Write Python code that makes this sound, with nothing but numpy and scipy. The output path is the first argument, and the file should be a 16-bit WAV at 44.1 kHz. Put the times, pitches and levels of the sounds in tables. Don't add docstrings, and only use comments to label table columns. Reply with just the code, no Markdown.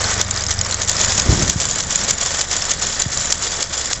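import sys
import numpy as np
from scipy import signal
from scipy.fft import rfft, irfft
from scipy.io import wavfile

SR = 44100
rng = np.random.default_rng(int(sys.argv[2]) if len(sys.argv) > 2 else 0)


def unload_audio(sound):
    columns = np.transpose(np.atleast_2d(sound))
    steps = np.round(np.clip(columns, -1, 1) * 32767)
    wavfile.write(sys.argv[1], SR, steps.astype(np.int16))


N = 176400
T = np.arange(N) / SR
STROKE_S, ENGINE_HZ = .3036, 24.23


def from_db(db):
    return 10 ** (np.asarray(db) / 20)


def rms_one(x):
    return x / np.sqrt(np.mean(x ** 2) + 1e-20)


def curve(rows, at=T):
    s, *columns = np.transpose(rows)
    return [from_db(np.interp(at, s, c)) for c in columns]


def shape_spectrum(x, points):
    hz, db = np.transpose(points)
    bins_hz = np.maximum(np.arange(N // 2 + 1) * SR / N, 1)
    gain = from_db(np.interp(np.log(bins_hz), np.log(hz), db))
    return rms_one(irfft(rfft(x) * gain, N))


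def slow_drift(rate_hz):
    r = np.exp(-80 * np.pi * rate_hz / SR)
    slow = signal.lfilter([1], [1, -2 * r, r * r], rng.standard_normal(N // 40 + 2002))[2000:]
    return np.interp(np.arange(N) / 40, np.arange(len(slow)), rms_one(slow))


def one_mode(x, hz, width_hz):
    r = np.exp(-np.pi * width_hz / SR)
    feedback = [1, -2 * r * np.cos(2 * np.pi * hz / SR), r * r]
    return signal.lfilter(np.array([1, 0, -1]) * (1 - r * r) / 2, feedback, x + 1e-18)


def contacts(per_s, spread_db):
    sizes = from_db(spread_db * np.minimum(rng.exponential(1, N), 4))
    return (rng.random(N) < per_s / SR) * sizes * rng.choice([-1, 1], N)


def burst(s, rise_s, decay_s):
    age = T - s
    return np.clip(age / rise_s, 0, 1) * np.exp(-np.clip((age - rise_s) / decay_s, 0, 30))


def steel_ring(modes, force, per_s):
    out = 0
    for hz, db in modes:
        hits = force * contacts(per_s, spread_db=2.5)
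        out += from_db(db) * rms_one(one_mode(hits, hz, width_hz=75))
    return rms_one(out)


def load_jolts(decay_s=.0053):
    kicks = contacts(per_s=97, spread_db=2)
    energy = signal.lfilter([1], [1, -np.exp(-2 / (decay_s * SR))], kicks ** 2 + 1e-18)
    return rms_one(1 + .76 * np.sqrt(energy))


# frequency in Hz, relative level in dB.
RATTLE_SPECTRUM = [(1000, -28.5), (2600, -8), (3300, -7.5), (4200, -9), (5000, -5), (6200, -3.5),
                   (7200, -3.5), (7700, -4.5), (8200, -12), (9500, -49.5)]
# frequency in Hz, relative level in dB.
TINE_RESONANCES = [(3290, -13), (3465, -8.5), (4010, -14), (4860, -15), (6500, -13), (6870, -10), (7115, 2),
                   (7290, -11)]


def steel_rattle(side, rear, jolt):
    def force(side_db):
        return np.hypot(side * from_db(side_db), rear)

    pitches_hz = np.linspace(3400, 7900, num=24)
    hits_per_s, ring_cycles = 600 / len(pitches_hz), 75
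    parts = 0
    for hz in pitches_hz:
        parts += one_mode(contacts(hits_per_s, spread_db=3), hz, width_hz=2.04 * hz / ring_cycles)
    jingle = from_db(-29) * force(side_db=1) * shape_spectrum(parts, RATTLE_SPECTRUM)
    scouring = force(side_db=-1.5) ** 1.38
    grit = from_db(-28) * scouring * jolt * shape_spectrum(contacts(7000, spread_db=3), RATTLE_SPECTRUM)
    tines = from_db(-30) * steel_ring(TINE_RESONANCES, jolt * force(side_db=-11), per_s=160)
    return jingle + grit + tines


# frequency in Hz, relative level in dB.
CLATTER_SPECTRUM = [(150, -13.5), (320, -5.5), (550, 0.5), (800, -2.5), (1200, -0.5), (1900, -2.5),
                    (2650, -9), (3300, -9.5), (5000, -9.5), (8000, -17)]
# frequency in Hz, relative level in dB.
FRAME_RESONANCES = [(551, -1), (686, -1.5), (903, -5.5), (1187, -3), (1497, 1), (1802, 1.5), (1940, -1.5),
                    (2212, -3.5)]


def frame_clatter(side, rear, jolt):
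    diesel_knock = 1 + .11 * np.cos(2 * np.pi * ENGINE_HZ * T)
    force = np.hypot(side, rear) * jolt ** .63 * diesel_knock
    clatter = from_db(-29.5) * force * shape_spectrum(contacts(4000, spread_db=3), CLATTER_SPECTRUM)
    return clatter + from_db(-35) * steel_ring(FRAME_RESONANCES, force, per_s=500)


# time in seconds, relative level in dB.
SIDE_FADE = [(0, 5), (.19, 5), (.24, -0.5), (.85, 0), (1.2, 0.5), (1.45, 1), (1.56, -30), (4, -60)]
REAR_FADE = [(0, -59), (.865, -38), (.89, 3), (1.2, 1), (1.7, 1), (2.5, 1), (3.3, 0.5), (4, -1)]
# seconds after the slam, steel in dB, frame and soil in dB.
SIDE_CYCLE = [(0, 4.5, -1.5), (.015, 0.5, -1.5), (.045, -5, -4), (.065, -1, -0.5), (.09, -4, -0.5),
              (.125, -1.5, 0), (.15, 0, 1.5), (.2, -1, 1.5), (.228, -1.5, 0.5), (.255, -5.5, -3),
              (.285, 0, 3), (.304, -1, 6.5)]
REAR_CYCLE = [(0, 3, -2.5), (.012, -2.5, -6), (.025, -1.5, -3), (.055, -6.5, -6.5), (.092, -3, -2.5),
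              (.102, 3.5, 2), (.118, 3, 2), (.138, 0, -1.5), (.153, 1.5, 0.5), (.17, -0.5, -2), (.21, 2, 0),
              (.224, 0, -1.5), (.24, 1, -1), (.268, -3, -1.5), (.283, 5, 5), (.3, -2.5, 0)]


def grate():
    def stroke_forces(fade, cycle, slam_s):
        return curve(fade)[0] * np.array(curve(cycle, (T - slam_s) % STROKE_S))

    side_steel, side_frame = stroke_forces(SIDE_FADE, SIDE_CYCLE, slam_s=.214)
    rear_steel, rear_frame = stroke_forces(REAR_FADE, REAR_CYCLE, slam_s=.895)
    jolt = load_jolts()
    return steel_rattle(side_steel, rear_steel, jolt) + frame_clatter(side_frame, rear_frame, jolt)


# multiple of ENGINE_HZ, level at the side in dB, level behind in dB.
ENGINE_ORDERS = [(1, -41.5, -43.5), (2, -45.5, -60), (3, -35, -42.5), (4, -32.5, -60.5), (5, -43, -62),
                 (8, -44, -63)]


def engine(first_chug_s=.0155, waver_s=.00026):
    phase = 2 * np.pi * ENGINE_HZ * (T - first_chug_s + waver_s * slow_drift(4.1))
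    side, rear = np.minimum(curve(SIDE_FADE)[0], 1), curve(REAR_FADE)[0]
    drone = 0
    for order, side_db, rear_db in ENGINE_ORDERS:
        gain = np.hypot(side * from_db(side_db), rear * from_db(rear_db))
        drone += gain * from_db(.96 * slow_drift(7.3)) * np.cos(order * phase)
    return np.sqrt(2) * from_db(1.7 * slow_drift(6)) * drone


# time in seconds, level in dB.
RUMBLE_FADE = [(0, -32.5), (.8, -36), (1.15, -32), (1.7, -32), (2.05, -32.5), (2.3, -36.5), (2.9, -37.5),
               (3.18, -33), (3.3, -38), (4, -37.5)]
# frequency in Hz, relative level in dB.
RUMBLE_SPECTRUM = [(12, -14.5), (35, 0), (70, 0), (130, -0.5), (220, -5), (320, -14.5), (600, -16),
                   (2000, -44.5)]


def field_rumble():
    lumps = from_db(2.3 * slow_drift(13.3))
    return curve(RUMBLE_FADE)[0] * lumps * shape_spectrum(rng.standard_normal(N), RUMBLE_SPECTRUM)


# frequency in Hz, relative level in dB.
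IMPACT_SPECTRUM = [(200, -34), (700, -25), (1800, -11.5), (2600, -11.5), (3500, -8), (5000, -6.5),
                   (6500, -1), (7400, -2.5), (8200, -10), (9500, -50)]


def steel_chatter():
    return shape_spectrum(rng.choice([-1., 1.], N), IMPACT_SPECTRUM)


# start in seconds, relative level in dB, ring in Hz.
PIN_STRIKES = [(0.0416, -5, 4300), (0.112, -6, 7370), (0.3097, -0.5, 7060), (0.3401, -11, 5200),
               (0.3615, -8, 6690), (0.3748, -5, 4990), (0.407, -9, 4700), (0.4215, -8, 5140),
               (0.4375, -7, 6700), (0.4648, -6, 5160), (0.4838, -8, 6500), (0.507, -2.5, 6070),
               (0.59, -6, 5150), (0.612, -1, 6840), (0.6476, -8, 5420), (0.6639, -8, 7050),
               (0.7106, -4.5, 7150), (0.7242, -4, 4190), (0.7429, -3, 6700), (0.832, -5, 6500),
               (0.8827, -3, 7230), (0.914, -4, 7200), (0.966, -4, 5120), (0.9996, -10, 7250),
               (1.0129, 3, 6420), (1.0465, 0.5, 6870), (1.082, -2.5, 7200), (1.149, -7, 7000),
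               (1.179, -3, 6900), (1.2191, -2.5, 6860), (1.348, -14, 6500), (1.3934, -6, 5550),
               (1.423, -3, 6290), (1.6003, -5.5, 7260), (1.615, -6, 7230), (1.6532, -2, 7220),
               (1.711, -3, 6900), (1.757, -5, 7110), (1.9064, -6, 7270), (1.957, 0, 7030),
               (2.013, -7, 5520), (2.182, -6, 6810), (2.2116, -4, 7360), (2.2603, -2.5, 6890),
               (2.5142, -3.5, 7250), (2.5652, -3, 7120), (2.622, -6.5, 5390), (2.652, -6, 7070),
               (2.707, -1.5, 6520), (2.736, -9, 6530), (2.8676, -3, 7080), (3.173, -1, 7270),
               (3.256, -8, 7070), (3.424, -7, 7090), (3.476, -10, 7140), (3.857, -6, 7080)]


def clinks(rise_s=.00046, mode_gap_hz=267):
    chatter, out = steel_chatter(), 0
    for start_s, db, hz in PIN_STRIKES:
        strike = from_db(-10.5) * chatter * burst(start_s, rise_s, decay_s=.0027)
        upper = np.sin(2 * np.pi * hz * (T - start_s))
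        lower = .5 * np.sin(2 * np.pi * (hz - mode_gap_hz) * T + rng.uniform(0, 2 * np.pi))
        ping = from_db(-8.7) * (upper + lower) * burst(start_s, rise_s, decay_s=.004)
        out += from_db(db) * (strike + ping)
    return out


# time in seconds, relative level in dB.
LINKAGE_SLAMS = [(0.2131, -3.5), (0.5128, -5), (0.818, -6.5), (0.8949, -1), (1.1204, -5.5), (1.1976, -2),
                 (1.4974, -0.5), (1.805, -3.5), (2.1084, 0.5), (2.4118, -1), (2.715, -2.5), (3.02, -2.5),
                 (3.3235, -0.5), (3.6258, -3), (3.931, -3)]


def slams(rise_s=.0012, decay_s=.0022):
    force = 0
    for slam_s, db in LINKAGE_SLAMS:
        knock = from_db(-10) * burst(slam_s - .02, rise_s, decay_s=.0086)
        touch = from_db(-4.5) * burst(slam_s - .0036, rise_s, decay_s)
        slam = burst(slam_s, rise_s, decay_s)
        crack = from_db(-7.5) * burst(slam_s, rise_s, decay_s=.00047)
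        force += from_db(db) * (knock + touch + slam + crack)
    return from_db(-7.5) * force * steel_chatter()


# start in seconds, level in dB, starting pitch in Hz.
AIR_THUMPS = [(0.334, -20, 96), (1.29, -8, 118), (1.316, -11.5, 200), (1.423, -11, 210),
              (1.558, -10.5, 185), (3.060, -13, 196)]


def air_thumps(sag_s=.008, end_ratio=.33):
    out = 0
    for start_s, db, hz in AIR_THUMPS:
        age = np.maximum(T - start_s, 0)
        cycles = hz * (end_ratio * age + (1 - end_ratio) * sag_s * (1 - np.exp(-age / sag_s)))
        out += from_db(db) * burst(start_s, rise_s=.0029, decay_s=.011) * np.sin(2 * np.pi * cycles)
    return out


# start in seconds, level in dB, decay in seconds.
WIND_BUFFETS = [(1.255, -20.5, 0.042), (1.285, -13.5, 0.027), (1.316, -15, 0.026), (1.367, -20, 0.028),
                (1.395, -19, 0.015), (1.423, -21, 0.047), (1.77, -31.5, 0.017), (3.165, -31, 0.017)]
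# frequency in Hz, relative level in dB.
BUFFET_SPECTRUM = [(12, -17), (35, -5.5), (70, -1), (140, -6), (230, -8.5), (360, -11.5), (550, -22.5),
                   (1000, -30.5), (3000, -58.5)]


def wind_buffets(rise_s=.0088):
    gusts = sum(from_db(db) * burst(start_s, rise_s, decay_s) for start_s, db, decay_s in WIND_BUFFETS)
    return gusts * shape_spectrum(rng.standard_normal(N), BUFFET_SPECTRUM)


def scene():
    return (grate() + engine() + field_rumble() + clinks() + slams() + air_thumps() + wind_buffets())[None]


def record(dry):
    band_edge_hz, cutoff_hz = 8750, 16000
    hollow = dry - .32 * one_mode(dry, hz=2656, width_hz=250)
    narrow = signal.sosfilt(signal.cheby2(16, 70, band_edge_hz, fs=SR, output="sos"), hollow)
    clipped = np.clip(narrow, -.93, .93)
    return signal.sosfilt(signal.cheby2(16, 70, cutoff_hz, fs=SR, output="sos"), clipped)


dry = scene()
out = record(dry)
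unload_audio(out)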